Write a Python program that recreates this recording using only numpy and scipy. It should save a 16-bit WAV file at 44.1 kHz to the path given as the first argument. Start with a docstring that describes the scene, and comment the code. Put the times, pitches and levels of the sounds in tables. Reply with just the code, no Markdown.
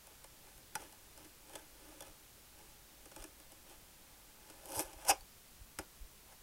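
"""A small steel blade trims the edge of a foam sheet over a workbench, amid room rumble, a low drone and hiss.
At first it creeps in soft pushes and faint slips: random cell ruptures excite modes of sheet, skin and blade.
Hands add low bumps of filtered noise; two knocks ring a wooden frame; decaying sines ping as the blade springs free.
Late on, the blade runs out in one longer, chattering rasp, with clicks as single cells pop.
Soon after, a dense volley of ruptures rips the last strip, with a short squeak; a few slips and pushes follow."""
import sys
import numpy as np
from scipy import signal
from scipy.fft import rfft, irfft
from scipy.io import wavfile
from scipy.ndimage import uniform_filter1d

SR = 44100
rng = np.random.default_rng(int(sys.argv[2]) if len(sys.argv) > 2 else 0)


def to_wav(sig):
    """Store sig (one row per channel, or 1-D mono) as 16-bit WAV at the path in sys.argv[1].

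    Samples outside -1..1 are clipped; the rate is SR.
    """
    pcm = np.clip(np.atleast_2d(sig), -1, 1) * 32767
    pcm = np.round(pcm).astype(np.int16)
    wavfile.write(sys.argv[1], SR, pcm.T)  # frames by channels


N = 283198
TIME = np.arange(N) / SR

# Room rumble and microphone hiss. Each row: frequency in Hz, relative spectral level in dB.
FLOOR_SPECTRUM = [(4.7, -31), (8.0, 5), (55, -8.5), (134, -10), (157, -11), (278, -14), (433, -15.5),
                  (491, -16), (868, -17), (1490, -18.5), (1640, -18.5), (2990, -19), (15500, -20)]
# Faint noise that differs slightly between the two channels. Each row: frequency in Hz, relative spectral level
# in dB.
CHANNEL_NOISE_SPECTRUM = [(20, 3.5), (150, 2.5), (1000, -14.5), (5000, -36), (12000, -19.5), (16000, -37)]
# Low drone of the room. Each row: frequency in Hz, bandwidth in Hz, relative level in dB.
DRONE_MODES = [(49, 9, 0)]
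FLOOR_DB, DRONE_DB, CHANNEL_NOISE_DB = -59.5, -70.5, -86.5   # rms levels

# Bending modes of the foam sheet. Each row: frequency in Hz, bandwidth in Hz, relative level in dB before any tilt.
SHEET_MODES = [(300.7, 39, -4), (350.5, 40, -2), (387, 32, -2.5), (452, 62, -8.5), (548.3, 37.3, -0.5),
               (646.5, 30, -3), (764, 58, -4.5), (816, 50, 0.5), (875, 46, -0.5), (1021, 87, -7.5)]
# Short rings of its stiff skin. Each row: frequency in Hz, bandwidth in Hz, relative level in dB before any tilt.
SKIN_MODES = [(1214, 133, -1.5), (1513, 105, -1.5), (1706, 48, 0), (2115, 200, -7.5), (2400, 53, -3.5),
              (2557, 50, -1), (2856, 120, -3.5), (3124, 160, -3.5), (3500, 200, -10)]
# Resonances of the blade in the cut. Each row: frequency in Hz, bandwidth in Hz, relative level in dB before tilt.
BLADE_MODES = [(4140, 730, -10.5), (4994, 120, -0.5), (5310, 120, -1.5), (5790, 220, -0.5), (6380, 310, -4),
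               (6900, 200, -2), (7900, 460, -2), (8970, 350, 1.5), (9750, 470, -1), (10800, 700, -3),
               (12140, 900, -5.5), (13200, 800, -8), (15000, 1400, -16.5)]
BLADE_TOP_HZ = 14700   # low-pass corner of the foam's damping

# Slow pushes of blade or fingers along the foam. Each row: hardest moment in seconds, length in seconds,
# peak effort in dB, sheet brightness in dB per octave.
PUSHES = [(0.12, 0.15, -65, -7), (0.485, 0.15, -64, 1), (0.818, .19, -54.5, -5), (1.213, 0.16, -60, -9),
          (1.554, 0.23, -56, -4.5), (1.903, 0.4, -61, -9), (2.074, 0.21, -63, -7), (2.63, 0.24, -65, 0),
          (3.208, 0.16, -57, -7), (3.716, 0.13, -59, -3.5), (4.517, 0.31, -64, -2), (4.89, .24, -58.5, 1),
          (5.025, 0.15, -55, 7), (5.079, .062, -44.5, 10), (5.812, .05, -57, -2), (6.307, .14, -62, 9)]
PUSH_RISE_SHARE = 0.51   # part of a push spent building up
PUSH_FLEX_DB, PUSH_SKIN_DB, PUSH_BLADE_DB = -3.0, -7.5, -7.0   # relative to the effort
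REST_DB, REST_FULL_S = -72, 0.37   # effort of the edge resting in the cut; when it is fully there

# Slips of the blade and small touches on the sheet. Each row: start in seconds, level of the blade tick in dB,
# length in seconds, sheet brightness in dB per octave.
SLIPS = [(0.07, -51.5, .003, 5), (0.242, -49.5, 0.0047, 2), (0.578, -54, 0.0028, -1),
         (0.753, -35.5, 0.0058, 11), (0.924, -54.5, 0.0048, 0), (1.176, -50.5, .0025, 0),
         (1.246, -57, 0.0084, -16), (1.495, -53.5, .004, -1), (1.554, -44, 0.0068, -5),
         (2.006, -44, 0.0042, -3.5), (2.022, -48.5, .005, 1), (2.068, -55, 0.0053, -10),
         (2.589, -55.5, .0035, -7), (3.056, -52, .0055, -9), (3.115, -56, .009, -1),
         (3.162, -45.5, 0.0048, -6), (3.222, -51.5, 0.0068, 5), (3.2405, -43.5, 0.0034, -2),
         (3.4, -53.5, .0028, -5), (3.519, -52, 0.0027, -5), (4.499, -52.5, .007, -3),
         (4.6565, -44, .0015, -4), (4.72, -41, 0.0025, -18), (4.757, -39, .0018, 5), (4.767, -41, .0012, 0),
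         (4.776, -43, .0013, 1), (4.7935, -28, .0018, 6), (4.799, -34, 0.0022, -9),
         (4.931, -51.5, 0.0047, 1), (5.049, -47, 0.0067, 10), (5.0847, -30.5, 0.0023, 5),
         (5.209, -53, 0.0022, 11), (5.7872, -38.5, 0.0064, -5), (6.322, -60.5, .01, 11)]
TYPICAL_SLIP_S = 0.0046
SLIP_FLEX_DB, SLIP_CRUNCH_DB = -7.5, -8.5   # sheet and skin in a typical slip, relative to the blade tick
FLEX_DB_PER_DOUBLING, CRUNCH_DB_PER_DOUBLING = 4.5, 5   # a longer slip moves more of the sheet
THUD_DB, THUD_BAND_HZ = -14.5, (70, 190)   # each slip jogs the held work: dull thud, relative to the sheet's ring

ROOM_T60_S = 0.16   # time for the echoes to decay by 60 dB

# Soft bumps of the hands on the work. Each row: time in seconds, level in dB before a common trim,
# centre frequency in Hz.
BUMPS = [(0.6, -58, 50), (2.121, -57, 55.4), (3.225, -48, 49.5), (4.801, -46.5, 62), (4.883, -52, 52),
         (4.98, -51, 48), (5.121, -48, 59), (5.24, -54, 40), (5.631, -47.5, 63), (5.81, -51, 75),
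         (6.061, -43.5, 36.2)]
BUMP_CYCLES, BUMP_TRIM_DB = 3.3, -3.5   # length in cycles of the centre frequency; common trim

# Sharp knocks that reach the frame. Each row: start in seconds, level in dB, brightness in dB per octave.
KNOCKS = [(0.7542, -41, 5), (5.7879, -43.5, -1)]
# Modes of the light wooden frame. Each row: frequency in Hz, bandwidth in Hz, relative level in dB before tilt.
FRAME_MODES = [(196, 21, -0.5), (347, 25, -5), (467, 15, 0), (897, 29, -6), (1270, 130, 0), (1434, 38, 7.5),
               (1950, 190, -2.5)]
# Thin pings as the blade springs free. Each row: start in seconds, frequency in Hz, starting peak level in dB,
# 60 dB decay time in seconds.
PINGS = [(1.554, 3460, -47.5, 0.047), (2.007, 3436, -54, 0.11), (5.208, 4540, -52, 0.034)]

# The long rasp: effort builds steadily in dB, then gives way.
RASP_PEAK_S, RASP_RISE_DB_PER_S, RASP_FALL_DB_PER_S = 4.80, 118, 257
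RASP_FLEX_DB, RASP_SKIN_DB, RASP_BLADE_DB = -43, -51, -42   # before the force flare and effort are applied
RASP_SLOPE_DB = -1   # sheet brightness per octave
RASP_BLADE_FOLLOWS = 1.3   # dB of blade rasp per dB of effort
# Crisp pop of a single cell at the tip. Each row: frequency in Hz, bandwidth in Hz, relative level in dB.
POP_MODES = [(9400, 680, 0), (11900, 2300, -2), (13200, 900, -10)]
POP_DB = -1.5   # relative to the blade rasp

# The last strip rips: the tear runs from the blade into the sheet.
RIP_S, RIP_HOLD_S = 5.0915, 0.017
RIP_RISE_DB_PER_S, RIP_FALL_DB_PER_S, RIP_FLEX_FALL_DB_PER_S = 1154, 1900, 1050
RIP_BLADE_DB, RIP_SKIN_DB, RIP_FLEX_DB = -28, -34, -32   # loudest short-time rms
RIP_SLOPE_DB = 6.5   # sheet brightness per octave
RIP_SKIN_LAG_S, RIP_FLEX_LAG_S = 0.0041, 0.0018
RIP_WEAK_BAND_HZ, RIP_WEAK_DB = (3000, 4500), -6.5   # blade and skin modes in this band ring less

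SQUEAK_S, SQUEAK_LENGTH_S, SQUEAK_HZ, SQUEAK_DB = 5.0915, 0.013, 813, -24.5
CUTOFF_HZ = 15850


def from_db(db):
    """Amplitude ratio: 20 dB per factor of ten."""
    return 10 ** (np.asarray(db) / 20)


def rms_one(x):
    """Normalise to unit root mean square."""
    return x / np.sqrt(np.mean(x ** 2) + 1e-20)


def crest_one(x, window_s):
    """Normalise a short sound so that its loudest moment has unit short-time rms."""
    power = uniform_filter1d(x * x, max(2, int(window_s * SR)))
    return x / np.sqrt(power.max() + 1e-20)


def add(track, s, sound):
    """Superpose a sound on the track at time s."""
    start = max(0, round(s * SR))
    track[start:start + len(sound)] += sound[:N - start]


def swell(length_s):
    """Times and heights of a sine-squared window: one smooth rise and fall."""
    t = np.arange(int(length_s * SR)) / SR
    return t, np.sin(np.pi * t / length_s) ** 2


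def filtered(x, order, hz, kind):
    """Butterworth filtering: a maximally flat passband."""
    return signal.sosfilt(signal.butter(order, hz, kind, fs=SR, output="sos"), x)


def resonate(force, modes):
    """Modal superposition: parallel two-pole resonances with alternating signs."""
    out = 0
    for k, (hz, width, db) in enumerate(modes):
        radius = np.exp(-np.pi * abs(width) / SR)   # a wider resonance decays sooner
        poles = [1, -2 * radius * np.cos(2 * np.pi * hz / SR), radius * radius]
        gain = (-1) ** k * from_db(db) * (1 - radius * radius) / 2
        out = out + gain * signal.lfilter([1, 0, -1], poles, force + 1e-18)
    return out


def tilted(modes, slope_db, top_hz):
    """Selective excitation: the edge's bearing decides whether low modes or those from top_hz up answer."""
    return [(hz, width, db + slope_db * np.log2(min(hz / top_hz, 1))) for hz, width, db in modes]


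def coloured_noise(spectrum):
    """Spectral shaping: white noise weighted along log frequency, at unit rms."""
    hz = np.maximum(np.arange(N // 2 + 1) * SR / N, 1)
    points_hz, points_db = np.transpose(spectrum)
    weights_db = np.interp(np.log(hz), np.log(points_hz), points_db)
    return rms_one(irfft(rfft(rng.standard_normal(N)) * from_db(weights_db), N))


def background():
    """Stationary noise: smooth rumble and hiss, with a narrow noise band as a wavering drone."""
    drone = rms_one(resonate(rng.standard_normal(N), DRONE_MODES))
    return from_db(FLOOR_DB) * coloured_noise(FLOOR_SPECTRUM) + from_db(DRONE_DB) * drone


def channel_noise():
    """Incoherent noise: each channel draws its own faint noise, so the two sides differ slightly."""
    return from_db(CHANNEL_NOISE_DB) * np.array([coloured_noise(CHANNEL_NOISE_SPECTRUM) for channel in range(2)])


def snaps(count, per_s, spread_db):
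    """Random impulse excitation: foam cells break at random moments with uneven force and either sign."""
    sizes = from_db(spread_db * np.minimum(rng.exponential(1, count), 4)) * rng.choice([-1, 1], count)
    return sizes * (rng.random(count) < per_s / SR)


def sheet(force, slope_db):
    """Weak radiation below the lowest mode: the sheet's modes pass a high-pass filter."""
    ringing = resonate(force, tilted(SHEET_MODES, slope_db, top_hz=800))
    return filtered(ringing, 5, 280, "high")


def blade(force, slope_db):
    """Damping: the foam around the edge softens the blade's highest rings."""
    ringing = resonate(force, tilted(BLADE_MODES, slope_db, top_hz=11000))
    return filtered(ringing, 1, BLADE_TOP_HZ, "low")


def drag():
    """Continuous fracture: between slips the edge tears fine cells; each push swells and relaxes."""
    # the edge settles into the cut and rests there until the strip rips
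    effort = from_db(REST_DB) * np.interp(TIME, [0, REST_FULL_S], [0, 1]) * (TIME < RIP_S)
    for s, length_s, db, _ in PUSHES:
        start_s = s - PUSH_RISE_SHARE * length_s
        triangle = np.interp(TIME, [start_s, s, start_s + length_s], [0, 1, 0])
        effort = effort + from_db(db) * triangle ** 1.26
    s, _, _, slopes_db = np.transpose(PUSHES)
    bright = np.clip(0.5 + np.interp(TIME, s, slopes_db) / 18, 0, 1)   # share of the bright bearing point
    force = snaps(N, per_s=2200, spread_db=3.8)
    dull_flex = rms_one(sheet(force, slope_db=-7.5))
    bright_flex = rms_one(sheet(force, slope_db=10))
    flex = from_db(PUSH_FLEX_DB) * (dull_flex * (1 - bright) + bright_flex * bright)
    crunch = from_db(PUSH_SKIN_DB) * rms_one(resonate(force, SKIN_MODES))
    steel = from_db(PUSH_BLADE_DB) * rms_one(blade(force, slope_db=1.0))
    return effort * (flex + crunch + steel)


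def slip_force(count, length_s, first_snap):
    """Impulse and aftershocks: a firm snap sets off a dying volley, which outweighs it in a long slip."""
    decay = np.exp(-(np.arange(count) / SR / length_s) ** 2)
    force = snaps(count, per_s=14000, spread_db=2.0) * decay
    force[0] = first_snap
    return force


def slips():
    """Common excitation: the edge jumps and strikes sheet, skin and blade; short jumps ring the blade brightest."""
    out, count = np.zeros(N), SR // 7
    for s, db, length_s, slope_db in SLIPS:
        doublings = np.log2(length_s / TYPICAL_SLIP_S)
        flex_db = db + SLIP_FLEX_DB + FLEX_DB_PER_DOUBLING * doublings
        crunch_db = db + SLIP_CRUNCH_DB + CRUNCH_DB_PER_DOUBLING * doublings
        blade_slope_db = 3.0 * np.log2(0.007 / length_s)
        jolt = slip_force(count, length_s, first_snap=8.0)     # the sheet feels mostly the first jolt
        volley = slip_force(count, length_s, first_snap=5.0)   # the edge feels every cell
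        flex = from_db(flex_db) * crest_one(sheet(jolt, slope_db), window_s=0.01)
        crunch = from_db(crunch_db) * crest_one(resonate(jolt, SKIN_MODES), window_s=0.00385)
        tick = from_db(db) * crest_one(blade(volley, blade_slope_db), window_s=0.00098)
        thud = from_db(flex_db + THUD_DB) * crest_one(filtered(jolt, 2, THUD_BAND_HZ, "band"), window_s=0.01)
        add(out, s, flex + crunch + tick + thud)
    return out


def room(x, wet_db, dull_hz, delay_s):
    """Reverberation: bench and walls return decaying, low-passed echoes, by convolution."""
    t = np.arange(SR // 2) / SR
    echoes = rng.standard_normal(len(t)) * from_db(-60 * t / ROOM_T60_S) * (t > delay_s)
    echoes = filtered(echoes / np.linalg.norm(echoes), 1, dull_hz, "low")
    return from_db(wet_db) * signal.fftconvolve(x, echoes)[:N]


def bumps():
    """Narrow-band forcing: soft hands push the work through a few slow, uneven cycles."""
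    out = np.zeros(N)
    for s, db, hz in BUMPS:
        length_s = BUMP_CYCLES / hz
        t, push = swell(length_s)
        shove = np.r_[push * rng.standard_normal(len(t)), np.zeros(SR // 10)]   # silence lets the filter ring out
        thud = filtered(shove, 3, [0.4 * hz, 1.39 * hz], "band")
        add(out, s - 0.94 * length_s, from_db(db + BUMP_TRIM_DB) * crest_one(thud, window_s=0.025))
    return out


def knocks():
    """Impulse response: a hard touch sets the light frame ringing."""
    out = np.zeros(N)
    for s, db, slope_db in KNOCKS:
        ringing = resonate(signal.unit_impulse(SR // 5), tilted(FRAME_MODES, slope_db, top_hz=895))
        add(out, s, from_db(db) * crest_one(ringing, window_s=0.0052))
    return out


def pings():
    """Free vibration: the thin steel rings on in one exponentially decaying mode."""
    out, t = np.zeros(N), np.arange(SR // 6) / SR
    for s, hz, db, t60 in PINGS:
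        add(out, s, from_db(db - 60 * t / t60) * np.sin(2 * np.pi * hz * t))
    return out


def ramp_db(start_s, hold_s, rise_db_per_s, fall_db_per_s):
    """Exponential growth and decay, linear in dB: climbs to 0 at start_s, holds, then falls."""
    rise_db = rise_db_per_s * (TIME - start_s)
    fall_db = fall_db_per_s * (start_s + hold_s - TIME)
    return np.minimum(0, np.minimum(rise_db, fall_db)).clip(-200)


def chatter(per_s, depth):
    """Stick-slip at uneven intervals: returns a force envelope flaring at each release, and one click for each."""
    releases = np.cumsum(rng.gamma(5, 1 / (5 * per_s), N // 100))
    phase = np.interp(TIME, releases, np.arange(len(releases))) % 1   # progress from one release to the next
    clicks = (np.diff(phase, prepend=0) < 0) * from_db(3.3 * rng.standard_normal(N))
    flare = 1 - depth * (1 - np.exp(-4 * phase))
    return flare, clicks


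def rasp():
    """Modulated fracture: the blade chatters out and pops cells; its rasp grows faster than the sheet's sound."""
    effort_db = ramp_db(RASP_PEAK_S, 0, RASP_RISE_DB_PER_S, RASP_FALL_DB_PER_S)
    flare, clicks = chatter(per_s=150, depth=0.68)
    force = flare * snaps(N, per_s=3500, spread_db=2.5)
    flex = from_db(RASP_FLEX_DB) * rms_one(sheet(force, RASP_SLOPE_DB))
    crunch = from_db(RASP_SKIN_DB) * rms_one(resonate(force, SKIN_MODES))
    steel = rms_one(blade(force, slope_db=-1.0)) + from_db(POP_DB) * rms_one(resonate(clicks, POP_MODES))
    steel_db = RASP_BLADE_DB + RASP_BLADE_FOLLOWS * effort_db
    return from_db(effort_db) * (flex + crunch) + from_db(steel_db) * steel


def rip():
    """Dense rupture: the last strip parts in one volley; skin and sheet answer later, the sheet shaking longer."""
    force = snaps(N, per_s=14000, spread_db=1.1)

    def volley(lag_s, fall_db_per_s):
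        """Envelope shaping: cells break through the rise, hold and fall of the tear."""
        return force * from_db(ramp_db(RIP_S + lag_s, RIP_HOLD_S, RIP_RISE_DB_PER_S, fall_db_per_s))

    def weakened(modes):
        """Reduced modal response within the weak band."""
        low, high = RIP_WEAK_BAND_HZ
        return [(hz, width, db + RIP_WEAK_DB * (low < hz < high)) for hz, width, db in modes]

    steel = tilted(weakened(BLADE_MODES), slope_db=-3.0, top_hz=15000)
    skin = tilted(weakened(SKIN_MODES), slope_db=3.0, top_hz=2520)
    tick = resonate(volley(0, RIP_FALL_DB_PER_S), steel)
    crunch = resonate(volley(RIP_SKIN_LAG_S, RIP_FALL_DB_PER_S), skin)
    flex = sheet(volley(RIP_FLEX_LAG_S, RIP_FLEX_FALL_DB_PER_S), RIP_SLOPE_DB)
    layers = (RIP_BLADE_DB, tick), (RIP_SKIN_DB, crunch), (RIP_FLEX_DB, flex)
    return sum(from_db(db) * crest_one(layer, window_s=0.022) for db, layer in layers)


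def squeak():
    """Stick-slip locked near the sheet's strongest mode: a few cycles of a sine, which also ring the sheet."""
    out = np.zeros(N)
    t, grip = swell(SQUEAK_LENGTH_S)
    add(out, SQUEAK_S, grip * np.sin(2 * np.pi * SQUEAK_HZ * t))
    return from_db(SQUEAK_DB) * crest_one(out + 0.3 * resonate(out, SHEET_MODES), window_s=0.0083)


def scene():
    """Superposition: both channels share one sum of sources and echoes, and differ only by a faint independent
    noise."""
    work = drag() + slips() + knocks() + pings() + rasp() + rip() + squeak()
    echoes = room(work, wet_db=-10.5, dull_hz=4030, delay_s=0.0059)
    return background() + work + echoes + bumps() + channel_noise()


def record(dry):
    """Band limitation: a steep linear-phase low-pass filter cuts the top."""
    lowpass = signal.firwin(601, CUTOFF_HZ, fs=SR, window="blackman")
    return signal.fftconvolve(dry, lowpass[None], "same", axes=1)


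dry = scene()
out = record(dry)
to_wav(out)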